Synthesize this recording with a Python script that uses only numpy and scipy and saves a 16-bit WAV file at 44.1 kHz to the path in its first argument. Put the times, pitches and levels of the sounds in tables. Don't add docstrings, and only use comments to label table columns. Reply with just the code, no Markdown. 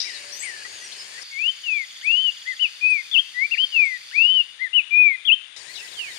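import sys
import numpy as np
from scipy import signal
from scipy.fft import rfft, irfft
from scipy.io import wavfile
from scipy.ndimage import uniform_filter1d

SR = 44100
rng = np.random.default_rng(int(sys.argv[2]) if len(sys.argv) > 2 else 0)


def generate_wav(sig):
    pcm = np.round(np.clip(np.atleast_2d(sig).T, -1, 1) * 32767).astype(np.int16)
    wavfile.write(sys.argv[1], SR, pcm)


N = 272538

GLADE_FROM_S, GLADE_TO_S = 1.232, 5.562
RIGHT_CHANGE_S = 5.693
LEFT_LAG_SAMPLES = 2
OVERTONE_AT_HZ, OVERTONE_DB_PER_KHZ = 2100, -66


def near_bird():
    # shape, start/s, time stretch, pitch ratio, peak/dB
    song_notes = [("climb", 1.312, 1.0, 1.0, -15), ("slide", 1.632, 1.0, 1.0, -17.5),
                  ("arch", 2.013, .945, 1.006, -13), ("low hop", 2.453, 1.01, 1.001, -19),
                  ("high hop", 2.594, .98, 1.004, -11.5), ("bow", 2.811, .825, 1.023, -12.5),
                  ("vee", 3.114, 1.0, 1.018, -9.5), ("lift", 3.343, 1.0, 1.0, -14.5),
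                  ("dip", 3.507, 1.0, 1.0, -12.5), ("long slide", 3.721, 1.0, 1.0, -10),
                  ("arch", 4.113, 1.0, 1.0, -10), ("low hop", 4.591, 1.0, 1.0, -16.5),
                  ("high hop", 4.731, 1.02, .996, -8), ("bow", 4.908, 1.005, .997, -8),
                  ("vee", 5.252, 1.005, .985, -7.5)]
    # delay/s, level/dB
    echo_rows = [(.006, -12.5), (.03, -24), (.1, -33.5)]
    overtone_db = -34
    dry_song = whistle(sung(song_notes), .0025, overtone_db, wobble_hz=7)
    return trees(dry_song, -19.5, .55, echo_rows)


def thicket():
    # shape, start/s, time stretch, pitch ratio, peak/dB
    hook_notes = [("hook", .036, .7, 1.04, -33), ("hook", .41, 1.0, 1.0, -30.5)]
    # centre t/s, first f/Hz, last f/Hz, length/s, level/dB
    squeak_rows = [(.158, 4000, 4850, .024, -35), (.35, 5750, 6150, .06, -35), (.41, 6400, 6800, .07, -40),
                   (.428, 7600, 9050, 0.066, -32), (.375, 11400, 13400, 0.093, -53),
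                   (.438, 2000, 2750, .012, -33), (.925, 2900, 4500, .018, -35),
                   (.915, 5750, 6120, .06, -48), (1.222, 4900, 6200, .014, -35),
                   (5.571, 3600, 4150, .014, -38), (5.61, 4900, 4300, .025, -40),
                   (5.748, 4600, 3600, .03, -39), (5.768, 4200, 3100, .014, -34),
                   (5.795, 2850, 2650, 0.045, -36), (5.881, 2400, 4000, .016, -38)]
    calls = whistle(whistled("thicket") + sung(hook_notes), .006, wobble_hz=18)
    coo = whistle(whistled("low coo"), .02)
    voices = trees(calls + coo + chatter(), -6, .25)
    squeaks = trees(blips(squeak_rows, wobble_hz=60), -3, .2)
    return voices + squeaks + squawks() + knocks()


def squawks():
    bursts = [(.003, -15.5, .08), (.016, -24, .42), (5.565, -34, .2), (5.755, -32, .3)]
    bands = [(3870, 420, 1), (4930, 400, 1), (5400, 350, -2.5), (5900, 400, -5)]
    rasp = sum(undb(db + 2.5 * walk(150)) * band(hz, width_hz) for hz, width_hz, db in bands) / 2
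    return rasp * sum(decay(s, db, t60_s) for s, db, t60_s in bursts)


def chatter(count=330):
    when, high, bend, long, loud = rng.random((count, 5)).T
    first_hz = 1700 * 2 ** (1.6 * high)
    last_hz = first_hz * (.7 + .55 * bend)
    length_s = .012 + .04 * long
    level_db = -53 + 8 * loud
    return blips(zip(when * N / SR, first_hz, last_hz, length_s, level_db), wobble_hz=20)


def knocks():
    taps = [(.24, -41), (.653, -38)]
    t60_s = .07
    return band(1000, 700) * sum(decay(s, db, t60_s) for s, db in taps)


def far_birds():
    # start/s, end/s, first f/Hz, last f/Hz, level/dB
    buzz_rows = [(0, 0.245, 2960, 2404, -45), (0.352, 0.636, 2750, 2750, -48),
                 (0.734, 1.026, 3244, 2626, -48), (1.322, 1.606, 3110, 2440, -51.5)]
    # centre t/s, first f/Hz, level/dB
    chip_rows = [(.849, 8150, -41.5), (2.047, 8300, -46), (2.907, 8480, -39.5), (3.86, 7800, -45.5)]
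    chip_rise_hz, chip_s = 190, .016
    buzz_notes = [[(a, f, db), (b, g, db)] for a, b, f, g, db in buzz_rows]
    buzz = whistle(buzz_notes, .0081, swing_hz=390, wobble_hz=50)
    chips = blips([(s, hz, hz + chip_rise_hz, chip_s, db) for s, hz, db in chip_rows])
    buzz_and_trill = buzz + far_trill()
    whistles = whistle(whistled("field"), .005)
    left = (whistles + buzz_and_trill * undb(-3) + chips * undb(-8)) * (clock() < RIGHT_CHANGE_S)
    right = whistles + whistle(whistled("right"), .005) + buzz_and_trill + chips
    return np.array([trees(left, -8, .25), trees(right, -8, .2)])


def far_trill():
    start_s, gap_s, count = 1.849, .05, 17
    holdback_s, settle_chips = .023, 1.8
    from_hz, to_hz, length_s = 3560, 3050, .009
    k = np.arange(count)
    beats_s = start_s + gap_s * k + holdback_s * (1 - np.exp(-k / settle_chips))
    level_db = -42 + 5 * np.sin(np.pi * k / k[-1]).clip(0) ** .5
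    return blips([(s, from_hz, to_hz, length_s, db) for s, db in zip(beats_s, level_db)])


def insects():
    high = cricket() + warble() * (clock() < RIGHT_CHANGE_S)
    return chorus() + np.array([np.roll(high, LEFT_LAG_SAMPLES // 2), high])


def chorus():
    # t/s, level before pulsing and left-side mix/dB
    level_rows = [(0, -40), (.1, -48), (.62, -44), (1.1, -47), (1.3, -41), (1.38, -47), (2.85, -45.5),
                  (3.35, -49), (3.6, -41.5), (3.9, -48), (4.2, -43), (4.5, -54.5), (4.85, -67)]
    centre_hz, width_hz, rate_hz = 4633, 640, 126
    beat = 2 * np.pi * np.cumsum(rate_hz * (1 + .02 * walk(3))) / SR
    swell = undb(curve(level_rows)) * (1 + .24 * np.cos(beat))
    shared = band(centre_hz, width_hz)
    left = .58 * np.roll(shared, LEFT_LAG_SAMPLES) + .69 * band(centre_hz, width_hz)
    return swell * np.array([left, shared])


def cricket():
    start_s, period_s, count = 1.3155, .0507, 27
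    pitch_hz, length_s = 6770, .015
    starts_s = start_s + period_s * np.arange(count)
    level_db = -51 + .61 * rng.standard_normal(count)
    return blips([(s, pitch_hz, pitch_hz, length_s, db) for s, db in zip(starts_s, level_db)])


def warble():
    rate_hz, centre_hz, swing_hz = 68.4, 8950, 590
    turn = np.cos(2 * np.pi * rate_hz * clock() + .13 * walk(3.4))
    pitch_hz = centre_hz + swing_hz * turn + 40 * walk(200)
    level_db = -60.5 + 2.5 * turn + 1.2 * walk(300)
    gate = np.clip(3 * (turn + 1), 0, 1)
    return np.sqrt(2) * undb(level_db) * gate * np.sin(2 * np.pi * np.cumsum(pitch_hz) / SR)


def side_hiss():
    # f/Hz, density/(dB per Hz)
    thicket_colour = [(30, -105), (70, -85), (200, -91.5), (400, -80.5), (1400, -83.5), (1650, -73.5),
                      (5800, -78.5), (6200, -86), (6600, -75.5), (8400, -84.5), (9100, -75), (9800, -94),
                      (10600, -104), (15500, -105)]
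    glade_colour = [(300, -114), (1200, -88), (2200, -77.5), (3000, -79), (3550, -70.5), (4100, -84.5),
                    (6000, -95), (10200, -104), (10700, -125)]
    air_colour = [(30, -119), (65, -98), (300, -96), (1800, -94.5), (5600, -101), (6700, -90), (7700, -103),
                  (10200, -101), (10700, -125)]
    breeze_colour = [(400, -120), (1500, -90), (3400, -83.5), (5000, -88), (10000, -90.5), (15500, -96.5)]
    left = np.where(in_glade(), hiss(glade_colour), hiss(thicket_colour))
    right = np.where(clock() < RIGHT_CHANGE_S, hiss(air_colour), hiss(breeze_colour))
    return np.array([left, right])


def field_hiss():
    # f/Hz, density/(dB per Hz)
    field_colour = [(1000, -110), (2000, -90), (3500, -97), (6400, -90.5), (7700, -98), (10300, -101),
                    (13500, -108), (15500, -118)]
    # t/s, gain/dB
    fade_rows = [(4.2, 7.5), (4.75, -9), (5.2, -36)]
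    shared = hiss(field_colour)
    left = .32 * np.roll(shared, LEFT_LAG_SAMPLES) + .5 * hiss(field_colour)
    return undb(curve(fade_rows)) * np.array([left, shared])


def sung(notes):
    shapes = { "climb": [(0, 2215, -25), (.042, 2147, -15.5), (.08, 2320, -8), (.151, 2840, -1.5),
              (.192, 3090, 0), (.204, 3020, -15)], "slide": [(0, 3045, -24), (.008, 3020, -14),
              (.059, 2650, -1), (.123, 2392, 0), (.212, 2017, -11)], "arch": [(0, 1395, -34),
              (.026, 2100, -22), (.041, 2260, -10), (.073, 2530, -1), (.11, 2720, 0), (.188, 3000, -3),
              (.228, 3065, -4.5), (.29, 2840, -0.5), (.314, 2715, -16)], "low hop": [(0, 1800, -22),
              (.034, 2076, 0), (.051, 2045, -1), (.09, 1740, -17)], "high hop": [(0, 2720, -13),
              (.017, 3015, -8), (.038, 2950, 0), (.066, 2570, -4), (.085, 2310, -27)],
              "bow": [(0, 2385, -17), (.036, 2412, -0.8), (.097, 2501, -1.5), (.155, 2380, -0.5),
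              (.18, 2290, -5.5), (.232, 2075, -14), (.247, 2050, -11)], "vee": [(0, 3250, -12),
              (.009, 3530, -16), (.022, 3350, -9), (.038, 2880, -1.5), (.054, 2590, -1.5), (.074, 3060, 0),
              (.088, 3190, -3), (.097, 3130, -15)], "lift": [(0, 1947, -21), (.034, 1972, -7.5),
              (.086, 2205, 0), (.116, 2372, -4.5), (.125, 2410, -25)], "dip": [(.002, 2480, -18),
              (.016, 2790, 0), (.028, 2693, -4), (.042, 2310, -4.5), (.051, 1786, -29), (.061, 1810, -22),
              (.076, 2730, -4), (.087, 2970, -3), (.138, 3148, -1), (.15, 3163, -33)],
              "long slide": [(0, 3030, -20), (.043, 2690, -2.5), (.1, 2393, 0), (.153, 2160, -11),
              (.253, 1900, -18)], "hook": [(0, 1840, -10), (.035, 2300, 0), (.06, 2090, -1),
              (.11, 1816, -4), (.22, 1654, -12)]}
    return [[(start + s * stretch, hz * ratio, db + peak_db) for s, hz, db in shapes[shape]]
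            for shape, start, stretch, ratio, peak_db in notes]


def whistled(place):
    whistle_rows = [ ("thicket", .16, .165, .19, 3900, 3880, 3800, -33),
                    ("low coo", .15, .33, .4, 582, 575, 570, -51),
                    ("thicket", .79, .83, .85, 1780, 1950, 2050, -42),
                    ("thicket", .645, .65, .67, 1870, 1900, 1970, -34),
                    ("thicket", 1.12, 1.18, 1.2, 1716, 1900, 1996, -38),
                    ("thicket", 5.63, 5.7, 5.72, 1650, 1950, 2035, -41),
                    ("thicket", 5.65, 5.7, 5.73, 3400, 4200, 4600, -42),
                    ("thicket", 5.84, 5.85, 5.87, 5550, 5100, 4400, -42),
                    ("thicket", 5.915, 5.94, 5.99, 5000, 3700, 2980, -37),
                    ("thicket", 5.97, 5.988, 6.0, 4850, 4650, 4550, -42),
                    ("thicket", 6.06, 6.09, 6.1, 2830, 3050, 3120, -38),
                    ("thicket", 6.07, 6.1, 6.13, 1700, 1850, 1920, -40),
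                    ("thicket", 6.11, 6.125, 6.14, 3770, 3750, 3740, -39),
                    ("thicket", 6.15, 6.16, 6.178, 3900, 3500, 2790, -37),
                    ("thicket", 6.13, 6.16, 6.18, 5400, 4750, 4400, -41),
                    ("field", .07, .12, .13, 4880, 4820, 4800, -41.5),
                    ("right", .27, .34, .36, 4970, 4800, 4770, -40),
                    ("right", .41, .5, .52, 6700, 5750, 5580, -47),
                    ("field", .66, .76, .8, 6450, 6650, 6250, -46),
                    ("field", .8, .87, .885, 6250, 5720, 5680, -43),
                    ("field", .975, 1.0, 1.035, 5450, 5090, 5080, -39),
                    ("right", 1.11, 1.15, 1.19, 2490, 3500, 2970, -46),
                    ("field", 1.715, 1.745, 1.785, 2790, 3430, 3130, -43.5),
                    ("right", 5.8, 5.834, 5.884, 1774, 1960, 1950, -40.5),
                    ("right", 5.972, 6.0, 6.125, 3240, 2920, 1884, -25),
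                    ("right", 6.01, 6.096, 6.124, 5600, 4230, 3800, -45)]
    swell_db, fall_db_per_s = 8, 125
    return [[(a, f, db - swell_db), (b, g, db), (c, h, db - fall_db_per_s * (c - b))]
            for where, a, b, c, f, g, h, db in whistle_rows if where == place]


def whistle(notes, edge_s, overtone_db=-np.inf, swing_hz=0, wobble_hz=0):
    vibrato_hz = 112
    out, wobble = np.zeros(N), walk(300)
    for note in notes:
        s, hz, db = np.transpose(note)
        first = max(int((s[0] - edge_s) * SR), 0)
        last = min(int((s[-1] + edge_s) * SR), N)
        at = np.arange(first, last)
        t = at / SR
        vibrato = swing_hz * np.sin(2 * np.pi * vibrato_hz * t)
        pitch_hz = glide(t, s, hz) + vibrato + wobble_hz * wobble[at]
        phase = 2 * np.pi * np.cumsum(pitch_hz) / SR
        edge = np.clip(np.minimum(t - s[0], s[-1] - t) / (2 * edge_s) + .5, 0, 1)
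        loud = np.sqrt(2) * undb(np.interp(t, s, db)) * np.sin(np.pi / 2 * edge) ** 2
        octave = undb(overtone_db + OVERTONE_DB_PER_KHZ * (pitch_hz - OVERTONE_AT_HZ) / 1e3)
        out[at] += loud * (np.sin(phase) + octave * np.sin(2 * phase))
    return out


def blips(rows, wobble_hz=0):
    notes = [[(s - d / 2, a, db), (s + d / 2, b, db)] for s, a, b, d, db in rows]
    return whistle(notes, .0019, wobble_hz=wobble_hz)


def glide(t, s, hz):
    step = np.diff(hz) / np.diff(s)
    before, after = np.r_[step[0], step], np.r_[step, step[-1]]
    slope = np.where(before * after > 0, 2 * before * after / (before + after + 1e-9), 0)
    k = np.clip(np.searchsorted(s, t) - 1, 0, len(s) - 2)
    gap = np.diff(s)[k]
    u = np.clip((t - s[k]) / gap, 0, 1)
    bow = (slope[k] - step[k]) * (1 - u) - (slope[k + 1] - step[k]) * u
    return hz[k] + gap * u * (step[k] + bow * (1 - u))


def trees(x, wet_db, t60_s, echoes=()):
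    t = np.arange(SR // 2) / SR
    tail = rng.standard_normal(len(t)) * undb(-60 * t / t60_s)
    path = undb(wet_db) * tail / np.sqrt(np.sum(tail ** 2))
    path[0] = 1
    for delay_s, db in echoes:
        path[int(delay_s * SR)] += undb(db)
    return signal.fftconvolve(x, path)[:N]


def decay(s, db, t60_s):
    t = clock()
    return (t >= s) * undb(db - 60 * np.maximum(t - s, 0) / t60_s)


def band(hz, width_hz):
    bell = np.exp(-2 * ((np.fft.rfftfreq(N, 1 / SR) - hz) / width_hz) ** 2)
    x = irfft(rfft(rng.standard_normal(N)) * bell, N)
    return x / np.std(x)


def hiss(colour, flicker_db=.4):
    hz, db = np.transpose(colour)
    log_hz = np.log(np.maximum(np.fft.rfftfreq(N, 1 / SR), 1))
    gain = undb(np.interp(log_hz, np.log(hz), db)) * np.sqrt(SR / 2)
    return irfft(rfft(rng.standard_normal(N)) * gain, N) * undb(flicker_db * walk(9))


def walk(rate_hz):
    k = int(SR / rate_hz)
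    held = np.repeat(rng.standard_normal(N // k + 1), k)
    return 1.9 * uniform_filter1d(uniform_filter1d(held, k), k)[:N]


def curve(rows):
    return np.interp(clock(), *np.transpose(rows))


def undb(db):
    return 10 ** (np.asarray(db) / 20)


def clock():
    return np.arange(N) / SR


def in_glade():
    t = clock()
    return (t > GLADE_FROM_S) & (t < GLADE_TO_S)


def scene():
    left = np.where(in_glade(), near_bird(), thicket())
    near = np.array([left, np.zeros(N)])
    return near + far_birds() + insects() + side_hiss() + field_hiss()


def record(dry):
    top_hz = 15600
    return signal.sosfilt(signal.ellip(10, .2, 80, top_hz, fs=SR, output="sos"), dry)


dry = scene()
out = record(dry)
generate_wav(out)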